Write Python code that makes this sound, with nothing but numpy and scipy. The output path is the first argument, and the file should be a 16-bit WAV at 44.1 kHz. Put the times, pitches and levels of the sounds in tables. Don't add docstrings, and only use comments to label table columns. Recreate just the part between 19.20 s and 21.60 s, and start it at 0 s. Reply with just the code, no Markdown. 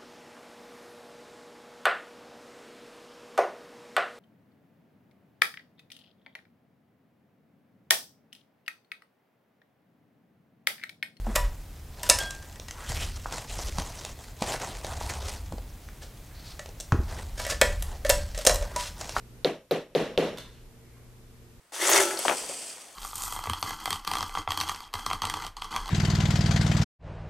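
import sys
import numpy as np
from scipy import signal
from scipy.fft import rfft, irfft
from scipy.io import wavfile
from scipy.ndimage import uniform_filter1d

SR = 44100
rng = np.random.default_rng(int(sys.argv[2]) if len(sys.argv) > 2 else 0)


def dump_mix(stems):
    frames = np.atleast_2d(stems).T
    limited = np.clip(frames, -1, 1)
    pcm = np.round(limited * 32767).astype(np.int16)
    wavfile.write(sys.argv[1], SR, pcm)


N = 105840


def amp(db):
    return 10 ** (np.asarray(db) / 20)


def evened(x):
    return x / np.sqrt(np.mean(x ** 2) + 1e-20)


def read(points, hz):
    f, value = np.transpose(points)
    return np.interp(np.log(hz + 1), np.log(f + 1), value)


def add(mix, start_s, sound):
    part = mix[..., max(round(start_s * SR), 0):][..., :sound.shape[-1]]
    part += sound[..., :part.shape[-1]]


def pan(db):
    return amp(np.array([[db], [-db]]) / 2)


def puff(t, rise_s):
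    return t / rise_s * np.exp(1 - t / rise_s)


def dying(t, t60):
    return np.exp(-np.log(1000) * t / t60)


def noise(spectrum, size):
    hz = np.fft.rfftfreq(size, 1 / SR)
    bins = rfft(rng.standard_normal(size)) * amp(read(spectrum, hz))
    return evened(irfft(bins, size))


def wide_noise(spectrum, same, size):
    likeness = np.clip(read(same, np.fft.rfftfreq(size, 1 / SR)), -1, 1)
    mid = rfft(noise(spectrum, size)) * np.sqrt(1 + likeness)
    side = rfft(noise(spectrum, size)) * np.sqrt(1 - likeness)
    return evened(irfft(np.array([mid + side, mid - side]), size))


# frequency in Hz, relative level in dB per Hz.
AIR_SPECTRUM = [(12, -26.5), (30, 2.5), (45, -6), (62, -6.5), (95, -12), (150, -15), (220, -17.5),
                (420, -18.5), (700, -27.5), (1500, -30.5), (4000, -35.5), (9000, -37.5), (14000, -38.5)]
# frequency in Hz, left-right likeness (1 is mono).
AIR_LIKENESS = [(30, 0.85), (200, 0.78), (600, 0.63), (2000, 0.18), (6000, 0.073), (14000, 0.074)]


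def room_air():
    return amp(-52.5) * wide_noise(AIR_SPECTRUM, AIR_LIKENESS, N)


# frequency in Hz, rms level in dB before the waver.
HUM_PARTIALS = [(59.8, -61), (119.7, -56.5), (239.6, -65), (360, -70.5), (453, -70)]
HUM_WAVER = 0.15


def mains_hum():
    t = np.arange(N) / SR
    knots = np.linspace(0, N / SR, num=20)
    hum = np.zeros(N)
    for hz, db in HUM_PARTIALS:
        drift = np.interp(t, knots, rng.standard_normal(len(knots)))
        sine = np.sqrt(2) * np.sin(2 * np.pi * (hz * t + rng.random()))
        hum += amp(db) * sine * (1 + HUM_WAVER * drift)
    return hum


# frequency in Hz, t60 in seconds.
ROOM_T60 = [(150, 0.49), (450, 0.36), (1000, 0.43), (3000, 0.43), (7000, 0.42), (14000, 0.27)]
# frequency in Hz, left-right likeness (1 is mono).
ROOM_LIKENESS = [(100, 1), (550, 0.95), (1200, 0.91), (4000, .72), (8000, 0.16), (14000, .25)]
# frequency in Hz, time constant in seconds.
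ROOM_BUILD = [(150, 0.008), (600, 0.013), (1500, 0.0032), (14000, 0.003)]
PATCHY_DB = 2.3
TAIL_RISE_S = 0.0046


def room_tail(spectrum):
    hz, t, bins = signal.stft(wide_noise(spectrum, ROOM_LIKENESS, SR), SR, nperseg=512)
    grain = uniform_filter1d(rng.standard_normal(bins.shape[1:]), size=6, axis=0)
    patches = evened(amp(PATCHY_DB * evened(grain)))
    build = 1 - np.exp(-(t / read(ROOM_BUILD, hz)[:, None]) ** 2)
    decay = dying(t, read(ROOM_T60, hz)[:, None])
    tail = signal.istft(bins * patches * build * decay, SR, nperseg=512)[1][:, :SR]
    return tail * (1 - np.exp(-np.arange(SR) / SR / TAIL_RISE_S))


# frequency in Hz, relative level in dB, t60 in seconds.
STANDING_WAVES = [(144.3, -28.5, 0.26), (161.9, -23.5, .36), (226, -35, 0.24), (297.6, -29.5, 0.19),
                  (364.4, -37, 0.35), (402.4, -18, 0.32), (434.5, -20.5, 0.29), (470, -25, 0.38),
                  (507, -23.5, 0.42), (557, -27.5, 0.39), (581, -36, 0.29), (654, -34.5, 0.47)]
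STANDING_RISE_S = 0.015
STANDING_SCATTER_DB = 0.5


def standing_waves(t):
    ringing = np.zeros(len(t))
    for hz, db, t60 in STANDING_WAVES:
        blow_db = db + STANDING_SCATTER_DB * rng.standard_normal()
        ringing += amp(blow_db) * np.sin(2 * np.pi * (hz * t + rng.random())) * dying(t, t60)
    return (1 - np.exp(-t / STANDING_RISE_S)) * ringing


# frequency in Hz, relative level in dB per Hz.
TAP_TAIL_SPECTRUM = [(60, -53), (110, -34), (160, -7.5), (230, -6.5), (310, -3.5), (420, -0.5), (540, 0.5),
                     (680, -7.5), (850, -14.5), (1300, -19), (2800, -19), (3800, -22), (4900, -30),
                     (5700, -30), (8000, -37), (12500, -36.5), (15000, -53)]
TAIL_CHANGE = 0.46


def tap_room(t, shared_tail):
    fresh_tail = room_tail(TAP_TAIL_SPECTRUM)
    tail = np.sqrt(1 - TAIL_CHANGE ** 2) * shared_tail + TAIL_CHANGE * fresh_tail
    return amp(-13.5) * tail + standing_waves(t)


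TREBLE_PAN_DB, BOOM_PAN_DB = -1.5, 1.55

# start in seconds, relative level in dB, rise in seconds.
SCUFFS = [(1.1725, -42, 0.0018), (1.179, -43.5, 0.0025), (1.1834, -37, 0.0015)]
# frequency in Hz, relative level in dB.
SCUFF_SPECTRUM = [(200, -19), (900, 4), (2700, -0.5), (3500, 7.5), (4400, 1), (5500, -3.5), (9000, -7),
                  (14000, -10.5)]


def finger_scuffs():
    t = np.arange(SR) / SR
    scuffs = np.zeros(N)
    for start_s, db, rise_s in SCUFFS:
        add(scuffs, start_s, amp(db) * noise(SCUFF_SPECTRUM, SR) * puff(t, rise_s))
    return scuffs


# centre in seconds, time from centre to 1/e in seconds,
# centre frequency in Hz, full width at half amplitude in Hz, relative level in dB.
SLIDES = [(1.36, 0.037, 3000, 3000, -66), (1.45, 0.4, 650, 600, -76), (1.70, 0.1, 2130, 503, -73),
          (1.772, 0.016, 1100, 989, -64)]


def hand_slides():
    t, hz = np.arange(N) / SR, np.fft.rfftfreq(N, 1 / SR)
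    slides = np.zeros(N)
    for centre_s, half_s, centre_hz, width_hz, db in SLIDES:
        band = 1 / (1 + (2 * (hz - centre_hz) / width_hz) ** 2)
        rub = evened(irfft(rfft(rng.standard_normal(N)) * band, N))
        slides += amp(db) * rub * np.exp(-((t - centre_s) / half_s) ** 2)
    return slides


def fingers():
    direct = finger_scuffs() + hand_slides()
    tail = room_tail([(100, 0), (14000, 0)])
    tail /= np.linalg.norm(tail[0])
    wet = signal.fftconvolve(direct[None], tail, axes=1)[:, :N]
    return pan(TREBLE_PAN_DB) * direct + amp(1) * wet


# frequency in Hz, relative level in dB, t60 in seconds.
TABLE_MODES = [(171.5, -25, 0.047), (310, -30, 0.1), (466.5, -7, 0.062), (533, -7.5, 0.073),
               (677, -31, .05)]
# delay in seconds, level against the direct boom in dB.
BOOM_ECHOES = [(.0055, -1.5), (.0078, -9.5), (.0101, -0.5), (.0157, -6.5), (.0218, -7), (.0271, -13.5),
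               (.0298, -8)]
TABLE_LOW_HZ = 135
CONTACT_S = 0.00044


def table_boom(t):
    direct = sum(amp(db) * np.sin(2 * np.pi * hz * t) * dying(t, t60) for hz, db, t60 in TABLE_MODES)
    direct = direct * (1 - np.exp(-t / CONTACT_S))
    low_cut = signal.butter(2, TABLE_LOW_HZ, "high", fs=SR, output="sos")
    for _ in range(2):
        direct = signal.sosfilt(low_cut, direct)
    boom = direct.copy()
    for delay_s, db in BOOM_ECHOES:
        add(boom, delay_s, amp(db) * direct)
    return boom


def hand_thud(t):
    return puff(t, 0.0023) * np.sin(2 * np.pi * 63 * t)


# frequency in Hz, relative level in dB.
RATTLE_SPECTRUM = [(300, -66), (900, -1.5), (1500, -3), (3000, -4.5), (4300, -8.5), (6000, -20),
                   (14000, -24.5)]


def pin_rattle(t):
    return amp(-21.5) * noise(RATTLE_SPECTRUM, SR) * dying(t, 0.044)


# frequency in Hz, relative level in dB.
CRUNCH_SPECTRUM = [(1000, -36.5), (5000, -13), (9000, -7.5), (12300, 7), (14500, 4.5)]


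def cork_crunch(t):
    return wide_noise(CRUNCH_SPECTRUM, ROOM_LIKENESS, SR) * puff(t, 0.002)


def head_ring(t):
    return amp(-52) * np.sin(2 * np.pi * 5560 * t) * dying(t, 0.8)


# start in seconds, relative level in dB, pitch in Hz, rise in seconds.
TICKS = [(0.2466, -3, 4020, 0.00043), (0.5102, -12.5, 3900, 0.00048), (0.5133, -19, 3800, 0.00067),
         (0.7502, -6.5, 3580, 0.00035), (0.9767, -3, 3440, .00022)]
TICK_SHAPE = 2.1
TICK_ECHO_S, TICK_ECHO_DB = 0.0066, -23


def steel_ticks():
    out, t = np.zeros((2, N)), np.arange(SR) / SR
    for start_s, db, hz, rise_s in TICKS:
        burst = puff(t, rise_s) ** TICK_SHAPE * np.sin(2 * np.pi * hz * t)
        tick = pan(TREBLE_PAN_DB) * amp(db) * burst
        add(out, start_s, tick)
        add(out, start_s + TICK_ECHO_S, amp(TICK_ECHO_DB) * tick)
    return out


# start in seconds, relative level of boom and room in dB, low-pass cutoff of the boom
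# in Hz, relative level of the cork crunch in dB, relative level of the hand's thud on the table in dB.
TAPS = [(0.2467, -3, 640, -37, -48), (0.5105, -2, 880, -25, -54), (0.7501, -.5, 950, -39, -54),
        (0.9764, -2, 1100, -37.5, -23)]


def hammer():
    out, t = steel_ticks(), np.arange(SR) / SR
    boom, shared_tail = table_boom(t), room_tail(TAP_TAIL_SPECTRUM)
    for start_s, boom_db, top_hz, crunch_db, thud_db in TAPS:
        knock = signal.sosfilt(signal.butter(3, top_hz, fs=SR, output="sos"), boom)
        treble = pin_rattle(t) + amp(crunch_db) * cork_crunch(t) + head_ring(t)
        add(out, start_s, pan(TREBLE_PAN_DB) * treble + amp(thud_db) * hand_thud(t))
        add(out, start_s, amp(boom_db) * (pan(BOOM_PAN_DB) * knock + tap_room(t, shared_tail)))
    return out


def scene():
    return room_air() + mains_hum() + fingers() + hammer()


# time in seconds, gain in dB.
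LEVEL_CURVE = [(0.235, 1), (0.246, -7.5), (0.29, -6.5), (0.38, -12.5), (0.47, -17.5), (0.51, -9.5),
               (0.57, -7.5), (0.69, -15.5), (0.75, -11), (0.81, -5), (0.92, -2.5), (0.96, -3), (0.98, -8.5),
               (1.05, -2.5), (1.13, -0.5)]


def record(dry):
    level_db = np.interp(np.arange(N) / SR, *np.transpose(LEVEL_CURVE))
    out = dry * amp(level_db) + amp(-68) * rng.standard_normal((2, N))
    low_pass = signal.firwin(255, 14400, window=("kaiser", 9), fs=SR)
    return signal.oaconvolve(out, low_pass[None], "same")


dry = scene()
out = record(dry)
dump_mix(out)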